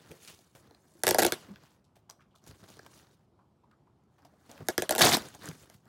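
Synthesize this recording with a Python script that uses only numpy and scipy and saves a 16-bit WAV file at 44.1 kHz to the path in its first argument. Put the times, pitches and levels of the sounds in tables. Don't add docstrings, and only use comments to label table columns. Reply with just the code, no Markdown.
import sys
import numpy as np
from scipy import signal
from scipy.io import wavfile
from scipy.ndimage import uniform_filter1d

SR = 44100
rng = np.random.default_rng(int(sys.argv[2]) if len(sys.argv) > 2 else 0)


def put_to_file(sound):
    columns = np.atleast_2d(sound).T
    safe = np.clip(columns, -1, 1)
    whole_steps = np.round(safe * 32767)
    wavfile.write(sys.argv[1], SR, whole_steps.astype(np.int16))


N = 259308

# f/Hz, level/dB, t60/s
BOARD_MODES = [(138, -13.5, 0.02), (256, -23, 0.01), (353, -8, 0.041), (444, -4, 0.019), (503, -5.5, 0.018),
               (583, -1.5, 0.012), (672, 3.5, 0.012), (790, -4.5, 0.012), (1010, -6.5, 0.0053),
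               (1410, -8.5, 0.0038), (1610, -4, 0.01), (2100, -11.5, 0.008)]
BURST = 24.9


def gain_of(db):
    return 10 ** (np.asarray(db) / 20)


def evened(x):
    return x / np.sqrt(np.mean(x ** 2) + 1e-20)


def peaked(x):
    return x / abs(x).max()


def read(points, hz):
    f, value = np.transpose(points)
    return np.interp(np.log(hz + 1), np.log(f + 1), value)


def add(mix, s, sound):
    part = mix[round(s * SR):][:len(sound)]
    part += sound[:len(part)]


def follow(rows, lead=0.016):
    s, *columns = np.transpose(rows)
    t = np.arange(N) / SR
    to_edge = np.minimum(t - s[0] + lead, s[-1] + 0.014 - t)
    mask = np.sqrt(np.clip(to_edge / 0.012, 0, 1))
    return mask, *(np.interp(t, s, c) for c in columns)


def colour(x, points):
    level_db = np.maximum(read(points, abs(np.fft.fftfreq(2048, 1 / SR))), -70)
    log_gain = np.log(gain_of(level_db))
    taps = np.fft.ifft(np.exp(np.conj(signal.hilbert(log_gain)))).real[:1024]
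    return signal.oaconvolve(x, taps / np.linalg.norm(taps))[:len(x)]


def patchy(x, depth_db, frames, bins):
    z = signal.stft(x, nperseg=128, noverlap=96)[2]
    field = rng.standard_normal(z.shape[::-1]).T
    field = uniform_filter1d(field, frames, 1)
    field = evened(uniform_filter1d(field, bins, 0))
    return signal.istft(z * evened(gain_of(depth_db * field)), nperseg=128, noverlap=96)[1][:len(x)]


def ring(hz, t60, rise=0.0007, delay=0):
    t = np.maximum(np.arange(SR // 6) / SR - delay, 0)
    return gain_of(-60 * t / t60) * (1 - np.exp(-t / rise)) * np.sin(2 * np.pi * hz * t)


def board(detune=1, spread_db=0):
    hz, level_db, t60 = np.transpose(BOARD_MODES)
    travel_s = 0.001
    total = 0
    for k, (f, db, decay_s) in enumerate(zip(hz * detune, level_db + spread_db, t60)):
        mode = ring(f, decay_s, rise=0.25 / f, delay=travel_s * np.sqrt(1000 / f))
        total = total + (-1) ** k * gain_of(db) * mode
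    return total


def stir(x):
    # f/Hz, relative level/dB
    spectrum = [(150, -28.5), (300, 4), (700, -6), (1200, -5), (2000, -9.5), (4000, -31.5)]
    return colour(x, spectrum)


def grains(per_s, spread_db):
    size = gain_of(spread_db * np.minimum(rng.exponential(1, N), 4)) * rng.choice([-1., 1.], N)
    return evened(size * (rng.random(N) < per_s / SR))


def crack(chance, t60, lag, dull=0.75):
    t = np.arange(chance.shape[1]) / SR
    spikes = chance * abs(chance) ** 0.55
    first, late = spikes * gain_of(-60 * t / t60) * np.minimum(t / 0.00035, 1)
    pole = np.clip(dull, 0, 0.9)
    bounce = signal.lfilter([1 - pole], [1, -pole], first + 0.71 * late)
    both = first + 0.75 * np.roll(bounce, round(lag * SR)) * (t > lag)
    return both / np.linalg.norm(both) * np.sqrt(BURST)


def paper(hz):
    shape = [(800, -24), (0.7 * hz, -10), (hz, 0), (1.35 * hz, -9), (17000, -20)]
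    return colour(crack(rng.standard_normal((2, 700)), 0.0027, 0.0012, dull=0), shape)


def room_tone():
    # f/Hz, relative spectral density level/dB
    spectrum = [(15, -47), (25, -7), (70, 0.5), (177, -0.5), (296, -9.5), (358, -3.5), (422, -13),
                (787, -14), (1320, -21.5), (1830, -31), (3230, -32), (11900, -44), (16500, -52.5)]
    level_db, patch_db = -67, 1.5
    frames, hz = N // 256 + 5, np.fft.rfftfreq(1024, 1 / SR)
    a, b, patches = rng.standard_normal((frames, 513, 3)).T
    patches = uniform_filter1d(patches, 10, 0)
    patches = evened(uniform_filter1d(patches, 14, 1))
    z = (a + 1j * b) * gain_of(read(spectrum, hz)[:, None] + patch_db * patches)
    return gain_of(level_db) * evened(signal.istft(z, nperseg=1024, noverlap=768)[1][:N])


def stray_ticks():
    per_s = 40
    total = np.zeros(N)
    for hz in np.geomspace(2200, 8000, num=6):
        hits = (rng.random(N) < per_s / 6 / SR) * gain_of(3.2 * rng.standard_normal(N))
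        total += signal.oaconvolve(hits, paper(hz))[:N]
    return total


def rubbing():
    # t/s, hiss level/dB, scrape level/dB, board level/dB
    spells = [
        [(0.0, -75, -67.5, -64.5), (0.1, -68, -65.5, -59.5), (0.19, -68, -68, -66), (0.235, -59, -61, -66.5),
         (0.265, -61, -62, -64), (0.29, -57.5, -52, -56), (0.368, -66.5, -69, -67), (0.46, -76, -72.5, -72.5),
         (0.524, -78, -80, -82), (0.6, -69, -75, -67.5), (0.678, -89, -74.5, -64.5), (0.8, -78.5, -83, -71.5),
         (0.922, -74, -77.5, -72), (1.02, -71, -77, -68.5)],
        [(1.4, -64, -60.5, -65), (1.492, -99, -70.5, -57), (1.604, -91, -69.5, -64.5), (1.742, -77, -76, -73.5),
         (1.82, -102, -98, -78)],
        [(2.43, -84, -80.5, -70), (2.478, -60, -61.5, -57), (2.53, -78, -71, -65), (2.59, -69.5, -72, -68),
         (2.63, -74, -65.5, -59.5), (2.675, -72, -69, -63), (2.69, -67, -62, -58), (2.73, -65, -62, -62),
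         (2.76, -71, -67, -62.5), (2.812, -77, -70, -64), (2.89, -72, -71, -65.5), (2.93, -65, -66, -63),
         (3.005, -66.5, -65, -63.5), (3.03, -74, -71, -65.5), (3.08, -83, -74, -68),
         (3.145, -76.5, -76.5, -70.5), (3.17, -91, -84.5, -79), (3.25, -95, -86.5, -81)],
        [(4.12, -92, -91.5, -79.5), (4.234, -92, -81.5, -70.5), (4.374, -85.5, -86, -73),
         (4.47, -76, -70.5, -68), (4.51, -74, -64, -65), (4.544, -77, -64.5, -60), (4.61, -85, -68, -55.5),
         (4.675, -65, -70, -61)],
        [(5.2, -73, -67, -47.5), (5.262, -61, -55, -50.5), (5.325, -71, -67, -65), (5.345, -72, -59, -52),
         (5.385, -71, -70, -66), (5.42, -66, -58, -55.5), (5.445, -55, -55, -46.5), (5.485, -63, -48, -48),
         (5.51, -62, -61.5, -53), (5.565, -69, -67.5, -64.5), (5.62, -62, -65, -66), (5.68, -78, -73, -64),
         (5.74, -70.5, -68, -61.5), (5.8, -85.5, -86, -89), (5.88, -88, -80, -63)],
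    ]
    # f/Hz, relative level/dB
    hiss_spectrum = [(2500, -20.5), (4500, -10), (6500, 1), (8000, -2.5), (10000, -3), (15200, -11.5),
                     (15900, -5.5), (16500, -33)]
    # f/Hz, relative level/dB
    scrape_spectrum = [(700, -15.5), (1400, -1.5), (2600, -1), (4500, -2), (6500, -8), (10000, -22)]
    stray_db, hollow_db = 1.5, -3
    flutter = gain_of(0.98 * evened(uniform_filter1d(rng.standard_normal(N), 400)))
    grit = rng.standard_normal(N) + 0.55 * grains(700, 5.2)
    skin = patchy(evened(flutter * grit), depth_db=2.5, frames=16, bins=5)
    hiss = colour(np.roll(skin, shift=64), hiss_spectrum)
    scrape = colour(skin, scrape_spectrum) + gain_of(stray_db) * stray_ticks()
    hollow = evened(signal.oaconvolve(skin, ring(169, 0.015))[:N])
    body = stir(skin) + gain_of(hollow_db) * hollow
    out = np.zeros(N)
    for mask, hiss_db, scrape_db, board_db in map(follow, spells):
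        out += mask * (gain_of(hiss_db) * hiss + gain_of(scrape_db) * scrape + gain_of(board_db) * body)
    return out


def bumps():
    # t/s, peak level/dB, f/Hz
    blows = [(0.106, -45, 151), (0.549, -51.5, 145), (0.952, -52, 344), (1.632, -54, 153),
             (2.492, -40.5, 95.7), (2.628, -48, 103), (2.702, -57, 200), (2.779, -52, 121.2),
             (4.245, -55, 139.1), (4.49, -53, 250), (4.601, -42, 146), (4.62, -37, 138),
             (5.043, -23.5, 157), (5.167, -29.5, 226), (5.487, -33.5, 158.4), (5.75, -48.5, 123)]
    t60 = 0.055
    out = np.zeros(N)
    for s, db, hz in blows:
        thud = ring(hz, t60, 0.0026) + 0.59 * ring(1.6 * hz, 0.66 * t60, 0.0022)
        add(out, s, gain_of(db) * peaked(thud))
    return out


def scuffs():
    # t/s, peak level/dB, centre f/Hz, relative treble level/dB, t60/s
    strokes = [(0.275, -39.5, 3020, -8, 0.08), (0.108, -43, 390, -17.5, 0.17),
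               (0.549, -45.5, 540, -10, 0.15), (0.868, -76, 710, -25, .12), (1.628, -55, 900, -8, 0.34),
               (1.84, -62, 4250, -8, 0.16), (1.955, -54.5, 801, -4, 0.16), (2.092, -47, 1082, -15, 0.14),
               (2.351, -57, 3600, -4, 0.16), (4.248, -48, 800, -14.5, 0.05), (2.19, -52, 1300, -23, 0.2),
               (2.341, -57.5, 1120, -34.5, 0.12), (2.792, -43, 1510, -45, 0.014),
               (2.862, -39.5, 730, -13, 0.02), (3.389, -57, 1000, -29, 0.15),
               (2.204, -56.5, 2056, -13.5, 0.1), (2.309, -68.5, 3080, -23.5, 0.12),
               (2.392, -70, 3100, -25, 0.08), (3.633, -57.5, 850, -27, 0.11), (3.711, -59, 1345, -24, 0.12),
               (3.867, -60.5, 983, -25, 0.14), (4.181, -57, 872, -20.5, 0.11),
               (4.336, -57, 655, -22.5, 0.063), (4.49, -45, 656, -15, 0.35), (5.344, -46, 795, -19, 0.077),
               (5.739, -49, 706, 4, 0.048)]
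    out, t = np.zeros(N), np.arange(SR // 6) / SR
    for s, db, hz, treble_db, t60 in strokes:
        unevenness = evened(uniform_filter1d(rng.standard_normal(len(t)), size=80))
        grit = rng.standard_normal(len(t)) * gain_of(3.4 * unevenness)
        puff = grit * gain_of(-60 * t / t60) * np.minimum(t / 0.0029, 1)
        low, top, knee, high = hz * np.array([0.55, 0.92, 1.1, 1.9])
        shape = [(low, -20), (top, 0), (knee, -2), (high, treble_db), (16000, 1.6 * treble_db - 9.5)]
        add(out, s, gain_of(db) * peaked(colour(puff, shape)))
    return out


def ticks():
    # t/s, crack level/dB, crack colour f/Hz, board tap level/dB, spot's pitch f/Hz
    touches = [(0.1151, -40.5, 2220, -47, 533), (0.2488, -43, 4270, -58, 462), (0.39, -53, 4550, -55, 670),
               (0.709, -55, 4150, -51.5, 483), (0.7474, -52.5, 4200, -59, 880),
               (0.919, -61.5, 9000, -66, 700), (0.938, -58, 10100, -76, 700),
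               (0.952, -63.5, 7100, -75, 700), (0.993, -59, 10000, -74, 700), (1.016, -61, 8000, -70, 700),
               (1.433, -54, 3120, -62, 654), (1.475, -67, 11000, -72, 700), (1.517, -57, 7000, -61, 700),
               (1.559, -49, 3000, -48, 1630), (1.6356, -54, 4230, -50, 1090),
               (1.706, -60.5, 6000, -72, 696), (1.966, -55.5, 3580, -54.5, 578),
               (2.0985, -39, 5870, -48.5, 1060), (2.1085, -43.5, 4440, -57, 538),
               (2.359, -52.5, 3230, -62.5, 557), (2.44, -56, 5940, -62.5, 804),
               (2.465, -46.5, 6500, -70, 520), (2.475, -43, 4980, -55, 445), (2.511, -49, 4780, -60, 1370),
               (2.6387, -53, 4430, -54, 524), (2.687, -49.5, 6500, -61, 900), (2.7017, -49, 6560, -56, 665),
               (2.7688, -50, 4650, -52, 444.5), (2.7918, -46, 4860, -45.5, 506),
               (2.849, -59, 5500, -68, 800), (2.868, -56, 5370, -52, 1450), (2.915, -56.5, 4500, -67, 800),
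               (2.99, -54.5, 5000, -69, 900), (3.714, -65.5, 3200, -64.5, 1302),
               (4.037, -70.5, 4980, -74, 800), (4.221, -66.5, 4980, -69.5, 800),
               (4.2507, -53, 5350, -53, 820), (4.514, -41, 6600, -56, 613), (4.578, -48, 2740, -48, 1660),
               (4.605, -50.5, 2680, -40, 450), (4.6213, -57, 2610, -47, 460),
               (4.669, -53.5, 7940, -64, 700), (5.2206, -36.5, 3440, -47, 580),
               (5.256, -44, 5500, -47, 605), (5.2857, -43.5, 7700, -47, 1600),
               (5.341, -47, 3500, -52, 1000), (5.3487, -40.5, 6550, -48, 836),
               (5.354, -50, 11000, -56, 800), (5.4196, -50, 2000, -46, 1380), (5.457, -36, 7400, -44, 1100),
               (5.471, -44, 9000, -58, 1500), (5.476, -44, 6300, -35, 1340), (5.488, -33, 7350, -45, 460),
               (5.5129, -44, 2010, -43, 1768), (5.55, -51, 2500, -60, 995), (5.6287, -53, 7600, -65, 1520),
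               (5.699, -43, 2860, -51.5, 706), (5.855, -58.5, 5500, -59.5, 772)]
    fall_db = 20.5
    out = np.zeros(N)
    for s, crack_db, paper_hz, tap_db, spot_hz in touches:
        add(out, s, gain_of(crack_db) * paper(paper_hz))
        octaves = abs(np.log2(np.transpose(BOARD_MODES)[0] / spot_hz))
        add(out, s, gain_of(tap_db) * peaked(board(spread_db=-fall_db * octaves)))
    return out


def snaps():
    # t/s, crack level/dB, board knock level/dB, deep modes' change/dB, high modes' change/dB
    releases = [(1.0354, -15, -20.5, 0.5, 6), (1.063, -36, -39.5, -0.5, -0.5),
                (1.0682, -13, -17.5, 7.5, 3.5), (1.0784, -14.5, -13, -2, 0), (1.0805, -17.5, -21, -5, 1.5),
                (1.0894, -13.5, -13, -0.5, -7), (1.1089, -13.5, -19.5, -1, -2), (1.111, -20.5, -17, 1, 3),
                (1.1457, -16, -12, -7, -3.5), (1.1849, -16, -6.5, -6, -7), (1.1887, -15.5, -15, -5.5, 0),
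                (1.1929, -14.5, -10.5, 0, -4), (1.1968, -20, -20, -4, 2.5), (1.202, -21, -17, 3, -4),
                (1.22, -20, -17.5, 3, -5.5), (1.2234, -17.5, -16.5, -7.5, 3.5),
                (1.227, -16.5, -14.5, -1.5, 2), (1.233, -16, -15.5, -3, 0.5),
                (1.248, -16.5, -10.5, 1.5, -6.5), (1.2507, -15, -14.5, 1, -2),
                (1.265, -14.5, -21, 4.5, 1.5), (1.322, -16, -24, 9, 11.5), (4.6855, -17.5, -15, -1, 0.5),
                (4.7796, -16, -16, 5, 0.5), (4.8214, -20.5, -16.5, -3, -4.5), (4.893, -17, -13, -7.5, -3),
                (4.9085, -14, -13, -6, -10.5), (4.912, -25.5, -21.5, 1, -1), (4.924, -24, -19, -1.5, -3.5),
                (4.9512, -20.5, -20.5, -4.5, 1), (4.9602, -24.5, -22, 0.5, -1),
                (4.9814, -18, -15.5, -3.5, -3), (4.9862, -23.5, -23.5, 0, 3.5),
                (4.9904, -18.5, -24, 7.5, -2), (4.9939, -17.5, -19, 0.5, 1.5), (4.998, -19, -18.5, 3, -2.5),
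                (5.0035, -29, -27.5, -0.5, -1), (5.0093, -17.5, -19, -2.5, 4.5),
                (5.0174, -12, -28, -0.5, 8.5), (5.0237, -14, -20.5, 2.5, 12.5), (5.041, -25, -24, -3, 10),
                (5.052, -17, -19.5, 5, -3), (5.0901, -19.5, -13.5, -0.5, -18), (5.114, -26, -40, -9, -5),
                (5.143, -30, -40, -6, 4), (5.169, -22, -18, -14, -7)]
    # f/Hz, relative level/dB
    crack_spectrum = [(450, -27), (900, -13), (1300, -12), (2000, -8), (2730, -8.5), (3670, -4.5),
                      (4310, -6), (5380, -3), (8630, -5.5), (11000, -4), (14600, -8), (16100, -26.5),
                      (16800, -35.5)]
    # f/Hz, relative level/dB
    far_spectrum = [(88, -36.5), (150, -4.5), (434, -2), (2550, -18), (2870, -13), (3560, -15.5),
                    (7810, -17.5), (15000, -29), (16500, -40.5)]
    deep_hz, high_hz = 480, 950
    bright, low, clicks = np.zeros((3, N))
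    hz = np.transpose(BOARD_MODES)[0]
    for s, crack_db, knock_db, deep_db, high_db in releases:
        chance = rng.standard_normal((2, 300))
        lag = 0.0011 + 0.00005 * rng.standard_normal()
        add(bright, s, gain_of(crack_db) * crack(chance, 0.0042, lag))
        add(clicks, s, gain_of([crack_db]) * np.sqrt(BURST))
        detune = 1 + 0.05 * rng.standard_normal(len(hz))
        balance_db = deep_db * (hz < deep_hz) + high_db * (hz > high_hz)
        balance_db = balance_db + 0.92 * rng.standard_normal(len(hz))
        add(low, s, gain_of(knock_db) * board(detune, balance_db))
    near = colour(bright, crack_spectrum) + low
    far = gain_of(1.5) * colour(clicks, far_spectrum) + 0.13 * low
    return near, far


def groan():
    # t/s, mean level/dB, mean f/Hz
    glide = [(1.47, -71, 233), (1.488, -53, 253), (1.51, -49, 198), (1.528, -49, 206.5), (1.57, -87, 184)]
    mask, db, hz = follow(glide)
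    shake = evened(uniform_filter1d(rng.standard_normal((2, N)), size=220))
    phase = 2 * np.pi * np.cumsum(hz * (1 + 0.053 * shake[0])) / SR
    tone = np.sqrt(2) * (np.sin(phase) + 0.15 * np.sin(2 * phase))
    return mask * gain_of(db + 2.5 * shake[1]) * tone


def rip():
    # t/s, crackle level/dB, board level relative to the crackle/dB
    pull = [(5.006, -18, -11), (5.014, -18, -5), (5.024, -18.5, -15), (5.03, -22, -4), (5.038, -22.5, -4.5),
            (5.046, -21.5, -9), (5.058, -19.5, -11.5), (5.065, -24, -6.5), (5.075, -24, -6.5),
            (5.084, -25.5, -2.5), (5.093, -30, -8), (5.101, -29, -8), (5.12, -28, -14), (5.128, -24.5, -14),
            (5.134, -22.5, -2.5), (5.142, -22.5, -11), (5.15, -22, 3), (5.16, -37, -12), (5.185, -46.5, 6),
            (5.23, -84, -2)]
    # f/Hz, relative level/dB
    crackle_spectrum = [(240, -28), (400, -15.5), (703, 3.5), (875, -10.5), (1060, -7), (2340, -6.5),
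                        (2780, -10.5), (3410, -3.5), (7580, -10), (15300, -18), (16100, -36.5),
                        (16800, -99.5)]
    boom_db = -12
    mask, crackle_db, board_db = follow(pull, lead=0)
    jerks = gain_of(1.8 * evened(uniform_filter1d(rng.standard_normal(N), 90)))
    fibres = evened(jerks * (grains(3500, 2.3) + 0.5 * rng.standard_normal(N)))
    fibres = patchy(fibres, depth_db=3.0, frames=7, bins=5)
    boom = evened(signal.oaconvolve(rng.standard_normal(N), np.diff(ring(160, 0.021)))[:N])
    body = gain_of(board_db) * stir(fibres) + gain_of(boom_db) * boom
    return mask * gain_of(crackle_db) * (colour(fibres, crackle_spectrum) + body)


def echoes(x):
    # delay t/s, level/dB
    returns = [(0.0036, -19.5), (0.0074, -17.5), (0.0112, -20), (0.0152, -20), (0.019, -21)]
    # f/Hz, relative level/dB
    surface = [(200, -0.5), (3000, -1), (8000, -2.5), (14000, -11.5)]
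    taps = np.zeros(SR // 20)
    for k, (s, db) in enumerate(returns):
        add(taps, s, (-1) ** k * gain_of([db]))
    return colour(signal.oaconvolve(x, taps)[:N], surface)


def room(x):
    # f/Hz, t60/s
    decay = [(150, 0.19), (400, 0.16), (1000, 0.19), (3000, 0.16), (8000, 0.13), (16000, 0.19)]
    late_db, late_t60 = -15, 0.45
    out, at = np.zeros(N), np.arange(240, SR // 2 - 20, 10)
    for k in range(3):
        taps = np.zeros(SR // 2)
        taps[at + rng.integers(0, 10, len(at))] = rng.choice([-1., 1.], len(at))
        hz, t, z = signal.stft(taps, SR, nperseg=128)
        main = gain_of(-60 * t / read(decay, hz)[:, None])
        late = gain_of(late_db - 60 * t / late_t60)
        tail = signal.istft(z * np.hypot(main, late), SR, nperseg=128)[1]
        turn = np.sqrt(2 / 3) * np.cos(np.pi * (7 * np.arange(N) / SR + k / 3))
        out += signal.fftconvolve(x * turn, tail / np.linalg.norm(tail))[:N]
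    return out


def scene():
    rip_wet_db, hands_wet_db, snap_wet_db = -11, -9.5, -7.5
    hands = bumps() + scuffs() + ticks() + groan()
    (near, far), tear = snaps(), rip()
    sent = gain_of(snap_wet_db) * far + gain_of(rip_wet_db) * tear + gain_of(hands_wet_db) * hands
    walls = patchy(room(sent) + echoes(near), depth_db=3.5, frames=24, bins=2)
    return (near + tear + hands + walls + rubbing() + room_tone())[None]


def record(dry):
    ceiling, edge_hz = 0.7, 16500
    thin = signal.sosfilt(signal.butter(4, 65, "high", fs=SR, output="sos"), dry)
    rounded = ceiling * np.tanh(thin / ceiling)
    low_pass = signal.firwin(255, edge_hz, window=("kaiser", 9), fs=SR)
    return signal.oaconvolve(rounded, low_pass[None], "same")


dry = scene()
out = record(dry)
put_to_file(out)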